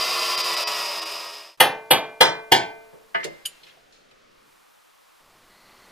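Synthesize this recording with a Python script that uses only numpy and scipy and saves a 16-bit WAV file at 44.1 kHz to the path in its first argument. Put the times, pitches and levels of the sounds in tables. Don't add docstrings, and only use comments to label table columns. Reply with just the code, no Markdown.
import sys
import numpy as np
from scipy import signal
from scipy.fft import rfft, irfft, next_fast_len
from scipy.io import wavfile
from scipy.ndimage import uniform_filter1d, map_coordinates

SR = 44100
rng = np.random.default_rng(int(sys.argv[2]) if len(sys.argv) > 2 else 0)


def transcribe(signal):
    frames = np.atleast_2d(signal).T
    limited = np.clip(frames, -1, 1)
    pcm = np.round(limited * 32767).astype(np.int16)
    wavfile.write(sys.argv[1], SR, pcm)


N = 260631
T = np.arange(N) / SR
HIT_T = np.arange(SR) / SR

# time in seconds, motor tone in Hz.
MOTOR_TONE = [(0, 1026), (.38, 1021), (.55, 978), (.72, 972), (.93, 934), (1.02, 926), (1.1, 943),
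              (1.55, 934)]
# multiple of the motor tone, level in dB.
GEAR_LINES = [(.354, -6), (.444, -1.5), (.621, 0), (.71, -1), (1.001, 5), (1.089, -1.5), (1.164, -3.5),
              (1.33, -2), (1.72, -6), (1.999, 1), (2.447, -8), (2.645, -3.5), (3.08, 1), (3.77, -4.5),
              (4.07, -7)]
# frequency in Hz, spectral level in dB.
SCRUB_SPECTRUM = [(40, -46), (80, -24.5), (170, -17.5), (250, -19.5), (380, -12), (600, 0.5), (900, -2.5),
                  (1130, 0), (1400, 1), (1520, -11), (2500, -1.5), (3300, -3.5), (5300, -0.5), (6500, -0.5),
                  (11000, -5.5), (15000, -8.5)]
# centre in Hz, width in octaves, gain in dB.
PART_RESONANCES = [(1116, 0.06, 4), (1810, 0.027, 3), (2584, 0.041, 5)]
# time in seconds, half-length in seconds, drop in dB, whine sag in Hz.
BRUSH_SKIPS = [(.366, .009, 13, 35), (.43, .011, 9, 0), (.559, .007, 11, 0), (.656, .016, 24, 100),
               (.87, .006, 1, 90), (1.008, .009, 12, 30), (1.049, .007, 12, 100)]

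# frequency in Hz, spectral level in dB.
BACKGROUND_SPECTRUM = [(25, -0.5), (60, -13.5), (130, -7.5), (300, -6), (520, -3), (750, -6.5), (1150, -4),
                       (1650, -10), (3600, -14), (6000, -16.5), (10000, -16), (15000, -19)]
DIFFUSE_SPECTRUM = [(24, -38), (40, -8), (81, -16), (372, -6), (499, -2.5), (2850, -18.5), (5790, -33),
                    (14000, -23.5)]
LOW_NOISE_LULL = (4.47, 5.21, 0.28, 0.017, 15.4)
HIGH_HISS_LULL = (3.67, 4.47, 0.3, 0.19, 12)
# time in seconds, centre in Hz, depth in dB.
SLIDING_NOTCH = [(3.65, 1150, 1), (3.85, 1070, 10.5), (4.25, 860, 13), (4.5, 610, 11), (4.75, 449.5, 3)]

# start in seconds, level in dB, gains in dB of the ring, the treble and the
# 8.7 kHz ping, favoured frequency in Hz, its boost in dB, gain around 5.5 kHz in dB.
HAMMER_BLOWS = [(1.599, -12, -3, 8, 6, 1950, 1.5, -1), (1.904, -13, -4.5, 7.5, 6, 1710, -0.5, 0),
                (2.2038, -10, -7, -4, -6, 1280, 2, 3), (2.515, -11.5, -5, -4, -14, 4120, 0, 5)]
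# frequency in Hz, level in dB, t60 in seconds.
PUNCH_MODES = [(385, -8, .22), (516, -1, .27), (740, -2.5, .26), (784, -3, .3), (896, -1.5, .3),
               (966, -5, .2), (1250, -4, .2), (1650, -6, .15), (1744, -8, .25), (1852, -2, .16),
               (2046, -3, .17), (2899, 4.5, .16), (3004, -2.5, .2), (3200, -2, .08), (3288, 5.5, .13),
               (3520, -7, .1), (4270, -8, .15), (4680, -10, .2), (8698, 3, .13), (8830, -10, .15),
               (9520, -13, .17), (10000, -16, .17), (12350, -7, .045), (12770, -4, .13), (13140, -7, .1)]
TOOL_MODES = [(441, -1.5, 1.15), (611, -4, .9), (677, -2.5, .9), (904, -2, .9), (1136, -3, .65),
              (1534, 3, .66), (1723, -8, .6), (1981, -7, .5), (2078, -2, .7), (2390, 3, .68)]
CLAMP_MODES = [(380, -8, .2), (670, 3, .18), (895, 3, .2), (1110, -4, .14), (1250, 7, .19), (1480, -1, .15),
               (1610, -1, .17), (1740, 2, .25), (1990, 1, .2), (2085, -3, .55), (2900, -3, .14)]
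KNOCK_MODES = [(150, -16, .3), (225, -17, .3), (335, -10, .36), (405, -4, .16), (462, 2, .14),
               (587, -13, .24)]
SMALL_TOOL_MODES = [(2960, 1, .07), (3120, -1, .06), (4760, -17, .11), (7144, -14, .14), (9146, -7, .11),
                    (11100, -9, .11), (11820, -10, .08)]
# lower band edge in Hz, interaural phase in rad.
BLOW_PHASES = [
    [(0, 0), (440, -.9), (650, 0), (2200, -2.1), (2450, -1.2), (2750, 0), (3500, .8), (7000, 2.8),
     (9400, .7)],
    [(0, .9), (440, -.7), (650, -.2), (1400, -1), (1900, -.4), (3500, -2), (5300, -2.8), (11000, -.6)],
    [(0, 1.2), (330, .5), (600, 1.5), (1150, .8), (1480, -.6), (2100, -2.1), (2500, -2.9), (3050, -1),
     (3550, -2.2), (4700, -1.5)],
    [(0, .5), (430, 2.3), (650, .3), (1000, 2.7), (1450, .7), (1800, 1.1), (2350, 2.4), (2700, 1.4),
     (3050, 0), (3480, 1.5)],
]
CLAMP_PHASES = [(0, 2.5), (1180, 3.05), (1400, 1.8), (1880, .8), (2040, 1.9), (2800, .9)]
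KNOCK_PHASES = [(0, 1.8), (300, .5)]
SMALL_TOOL_PHASES = [(0, .35), (8000, .1)]
# frequency in Hz, spectral level in dB.
THUD_SPECTRUM = [(30, -31.5), (70, -26), (130, -7.5), (230, -11), (330, -3.5), (620, -3), (850, 1.5),
                 (1200, -7), (1900, -6), (2500, -7), (3300, -4), (5500, -17), (10000, -24), (15000, -26.5)]
THUMP_SPECTRUM = [(40, -35), (100, -14), (170, -2), (260, -11), (400, 3), (520, 2.5), (700, -2.5),
                  (2000, -32), (6000, -53)]
# frequency in Hz, t60 in seconds.
THUD_DECAY = [(100, 0.41), (800, 0.4), (2000, 0.32), (4000, 0.27), (8000, 0.23), (14000, 0.041)]
# start in seconds, clack level in dB, centre in Hz, width in octaves,
# t60 in seconds, side relative to mid in dB, thump level in dB.
TOOL_CONTACTS = [(2.922, -54, 760, 0.81, 0.14, -6, -44), (3.142, -21.5, 1680, 0.57, .15, 0.5, -32.5),
                 (3.198, -34, 1840, .15, 0.2, -2, -60), (3.228, -31, 2030, 0.73, 0.12, 0, -52),
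                 (3.238, -24.5, 3900, 0.85, 0.078, -2, -32), (3.45, -25, 2800, 0.69, .06, -4, -56),
                 (3.454, -25, 8500, 0.5, 0.058, -9, -77), (3.629, -42.5, 3300, 0.39, .11, -4, -57),
                 (3.662, -49, 2180, 0.78, 0.36, -4, -75), (3.69, -48, 3220, .3, 0.086, 0, -79),
                 (3.768, -53.5, 720, 0.12, 0.11, 0, -73), (3.92, -54.5, 3500, 0.73, 0.4, -1, -78),
                 (4.108, -48, 1900, 0.96, 0.076, 0, -75)]
# Clamp, hammer and small tool are set ringing. Each holds start in seconds, level in dB.
CLAMP_ONSET = (3.144, -25)
KNOCK_ONSET = (3.245, -29)
SMALL_TOOL_ONSET = (3.452, -19)

FADE_FROM_S, DRILL_END_S = 0.49, 1.574


def amp(db):
    return 10 ** (np.asarray(db) / 20)


def unit(x):
    return x / np.sqrt(np.mean(x ** 2) + 1e-20)


def along(points, hz):
    f, v = np.transpose(points)
    return np.interp(np.log(hz + 1), np.log(f + 1), v)


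def bell(hz, centre_hz, octaves):
    return np.exp(-.5 * (np.log2((hz + 1) / centre_hz) / octaves) ** 2)


def ramp(start_s, length_s):
    return np.clip((T - start_s) / length_s, 0, 1)


def soft_onset(seconds):
    return np.clip(HIT_T / seconds, 0, 1) ** 2.5


def decay(t60):
    return amp(-60 * HIT_T / t60)


def wobble(rate, size=N):
    return map_coordinates(rng.standard_normal(int(size * rate / SR) + 4), [np.arange(size) * rate / SR])


def filtered(x, response):
    size = x.shape[-1]
    m = next_fast_len(size + 8192)
    return irfft(rfft(x, m) * response(np.fft.rfftfreq(m, 1 / SR)), m)[..., :size]


def noise(colour, size=N):
    return unit(filtered(rng.standard_normal(size), colour))


def wide_noise(colour, side_db):
    mid, side = noise(colour, size=SR), amp(side_db) * noise(colour, size=SR)
    return unit(np.array([mid + side, mid - side]))


def crowded(hz):
    knots = rng.standard_normal(SR // 140)
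    return map_coordinates(knots, [hz / 90]) * np.interp(hz, [500, 5000], [2, 4.5])


def spread(x, bands):
    from_hz, rad = np.transpose(bands)
    phase = lambda hz: uniform_filter1d(rad[np.searchsorted(from_hz, hz, "right") - 1], size=60)
    return filtered(x, lambda hz: np.exp(1j * np.array([[.5], [-.5]]) * phase(hz)))


def add(track, s, sound):
    start = round(s * SR)
    track[:, start:start + sound.shape[1]] += sound[:, :N - start]


def skips(catch_s=.01, sag_lag_s=0.0074, sag_width_s=0.028):
    skip_db = catch_db = sag_hz = 0
    for s, half_s, drop_db, hz in BRUSH_SKIPS:
        skip_db += drop_db * np.exp(-((T - s) / half_s) ** 8)
        catch_db += .08 * drop_db * np.exp(-((T - s - half_s - catch_s) / catch_s) ** 2)
        sag_hz += hz * np.exp(-((T - s - sag_lag_s) / sag_width_s) ** 2)
    return skip_db, catch_db, sag_hz


def part_db(hz):
    return sum(db * bell(hz, centre_hz, octaves) for centre_hz, octaves, db in PART_RESONANCES)


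def brush(cycles, skip_db, catch_db):
    bite = amp(.35 * np.sin(2 * np.pi * cycles / 45) + .5 * wobble(28) + 1.1 * wobble(500))
    high = lambda hz: 1 / (1 + (5900 / (hz + 1)) ** 30)
    steel = lambda hz: amp(along(SCRUB_SPECTRUM, hz) + part_db(hz) + 0.26 * crowded(hz))
    scrub = amp(-28 - .6 * skip_db) * noise(lambda hz: steel(hz) * (1 - high(hz)))
    fizz = amp(-35.5 - skip_db) * noise(lambda hz: steel(hz) * high(hz))
    return bite * amp(catch_db) * (scrub + fizz)


def gears(cycles, motor_hz):
    out = np.zeros(N)
    for k, db in GEAR_LINES:
        level_db = -41 + db + part_db(k * motor_hz) + 2.6 * wobble(22.03)
        out += amp(level_db) * np.sin(2 * np.pi * k * cycles + 0.67 * wobble(24.88))
    return out


def buzz(cycles, motor_hz, turns_per_cycle=.0888, scatter_db=2.5):
    out = np.zeros(N)
    size = round(DRILL_END_S * SR)
    for harmonic in range(4, 48):
        ratio = harmonic * turns_per_cycle
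        uneven_db, phase = scatter_db * rng.standard_normal(), rng.random()
        level_db = along(SCRUB_SPECTRUM, ratio * motor_hz[0]) + uneven_db + 3 * wobble(11.9, size=size)
        out[:size] += amp(level_db) * np.sin(2 * np.pi * (ratio * cycles[:size] + phase))
    return out / out[:size].std()


def whine(motor_hz, sag_hz, light_load_hz=4806):
    hz = light_load_hz + 2.1 * (motor_hz[0] - motor_hz) - sag_hz
    return amp(-27.5 + 1.7 * wobble(89.1)) * np.sin(2 * np.pi * np.cumsum(hz + 23 * wobble(130)) / SR)


def drill():
    motor_hz = np.interp(T, *np.transpose(MOTOR_TONE))
    cycles = np.cumsum(motor_hz * (1 + 0.0025 * wobble(41.35))) / SR
    skip_db, catch_db, sag_hz = skips()
    scrubbing = brush(cycles, skip_db, catch_db)
    hum = gears(cycles, motor_hz)
    rattle = amp(-34 - .3 * skip_db) * buzz(cycles, motor_hz)
    fan = amp(-38.5) * noise(lambda hz: bell(hz, 5220, 0.1))
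    fade = 1 - ramp(FADE_FROM_S, DRILL_END_S - FADE_FROM_S)
    controller = fade ** 0.066 * whine(motor_hz, sag_hz)
    return fade * (scrubbing + hum + rattle + fan + controller)


def lull(from_s, to_s, fall_s, return_s, depth_db):
    return -depth_db * ramp(from_s, fall_s) * (1 - ramp(to_s - return_s, return_s))


def notched(x, octaves=.19):
    hz, t, z = signal.stft(x, SR, nperseg=1024)
    s, centre_hz, depth_db = np.transpose(SLIDING_NOTCH)
    cut_db = np.interp(t, s, depth_db) * bell(hz[:, None], np.interp(t, s, centre_hz), octaves)
    return signal.istft(z * amp(-cut_db), SR, nperseg=1024)[1][:N]


def background(swell_from_s=4.99, narrow_at_s=5.21):
    swelling_s = np.maximum(T - swell_from_s, 0)
    low = lambda hz: 1 / (1 + (hz / 800) ** 8)
    high = lambda hz: 1 - 1 / (1 + (hz / 6000) ** 8)
    band = lambda power: noise(lambda hz: amp(along(BACKGROUND_SPECTRUM, hz)) * np.sqrt(power(hz)))
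    low_noise = amp(-64.5 + 7.5 * swelling_s + lull(*LOW_NOISE_LULL)) * band(low)
    middle = amp(-60.5 + 6 * swelling_s) * band(lambda hz: (1 - low(hz)) * (1 - high(hz)))
    hiss = amp(-66 + 4 * swelling_s + lull(*HIGH_HISS_LULL)) * band(high)
    width = 1 - ramp(narrow_at_s, 0.016)
    diffuse = amp(-59.5) * width * noise(lambda hz: amp(along(DIFFUSE_SPECTRUM, hz)))
    return (T > DRILL_END_S) * (notched(low_noise + middle + hiss) + np.array([[1], [-1]]) * diffuse)


def ring(modes, scatter_db, waver_rad, colour=np.zeros_like):
    out = np.zeros(SR)
    for hz, db, t60 in modes:
        phase = 2 * np.pi * (hz * HIT_T + rng.random()) + waver_rad * wobble(34, size=SR)
        out += amp(db + colour(hz) + scatter_db * rng.standard_normal()) * decay(t60) * np.sin(phase)
    return out


def thud(colour):
    burst = noise(lambda hz: amp(along(THUD_SPECTRUM, hz) + colour(hz) + crowded(hz)), size=SR)
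    hz, t, z = signal.stft(burst, SR, nperseg=256)
    damping = amp(-60 * t / along(THUD_DECAY, hz)[:, None])
    return signal.istft(z * damping, SR, nperseg=256)[1][:SR]


def hammer(attack_s=0.0078, direct_s=0.0067):
    out = np.zeros((2, N))
    attack = soft_onset(attack_s) * (1 + np.exp(-HIT_T / direct_s))
    for blow, bands in zip(HAMMER_BLOWS, BLOW_PHASES):
        s, db, ring_db, treble_db, ping_db, favoured_hz, boost_db, bite_db = blow
        colour = lambda hz: (treble_db * bell(hz, 15000, 0.31) + boost_db * bell(hz, favoured_hz, .3)
                             + bite_db * bell(hz, 5500, 0.5))
        with_ping = lambda hz: colour(hz) + ping_db * bell(hz, 8700, .12)
        crack = amp(7.5) * decay(0.01) * noise(lambda hz: bell(hz, 3300, 1.3), size=SR)
        snap = amp(-7) * decay(.055) * noise(lambda hz: bell(hz, 13000, .16), size=SR)
        dense_modes = noise(lambda hz: bell(hz, 10800, 0.18) * amp(crowded(hz)), size=SR)
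        faces = amp(-15 + treble_db) * decay(0.17) * dense_modes
        punch = amp(ring_db) * ring(PUNCH_MODES, scatter_db=1.5, waver_rad=.6, colour=with_ping)
        tools = amp(-19) * ring(TOOL_MODES, scatter_db=1.2, waver_rad=.25)
        bench = amp(2) * thud(colour)
        add(out, s, spread(amp(db) * attack * (crack + snap + faces + punch + tools + bench), bands))
    return out


def clacks(attack_s=0.0057, thump_lag_s=0.00697, room_top_hz=4050):
    out = np.zeros((2, N))
    rise = soft_onset(attack_s)
    for s, db, centre_hz, octaves, t60, side_db, thump_db in TOOL_CONTACTS:
        peak = lambda hz: bell(hz, centre_hz, octaves) + amp(-19.5) * bell(hz, centre_hz, 0.95)
        clack = wide_noise(lambda hz: peak(hz) * amp(crowded(hz)), side_db)
        thump = wide_noise(lambda hz: amp(along(THUMP_SPECTRUM, hz) + crowded(hz)), side_db=5.5)
        dull = filtered(clack, lambda hz: 1 / np.hypot(1, (hz / room_top_hz) ** 2))
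        tail = amp(-23.5) * decay(t60=1) * dull
        add(out, s, rise * amp(db) * (decay(t60) * clack + tail))
        add(out, s + thump_lag_s, rise * amp(thump_db) * decay(0.39) * thump)
    return out


def ringing_tools(attack_s=0.0057):
    out = np.zeros((2, N))
    for (s, db), modes, bands in [(CLAMP_ONSET, CLAMP_MODES, CLAMP_PHASES),
                                  (KNOCK_ONSET, KNOCK_MODES, KNOCK_PHASES),
                                  (SMALL_TOOL_ONSET, SMALL_TOOL_MODES, SMALL_TOOL_PHASES)]:
        add(out, s, spread(soft_onset(attack_s) * amp(db) * ring(modes, scatter_db=1, waver_rad=.6), bands))
    return out


def gloves():
    rub = noise(lambda hz: bell(hz, 4330, .08) + amp(6) * bell(hz, 2000, .07))
    return ramp(start_s=5.46, length_s=.09) * amp(-62 + wobble(25)) * rub


def scene():
    return drill() + hammer() + clacks() + ringing_tools() + background() + gloves()


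def record(dry, ceiling=.97, top_hz=15250):
    clipped = dry / (1 + np.abs(dry / ceiling) ** 6) ** (1 / 6)
    return filtered(clipped, lambda hz: 1 / np.hypot(1, (hz / top_hz) ** 110))


dry = scene()
out = record(dry)
transcribe(out)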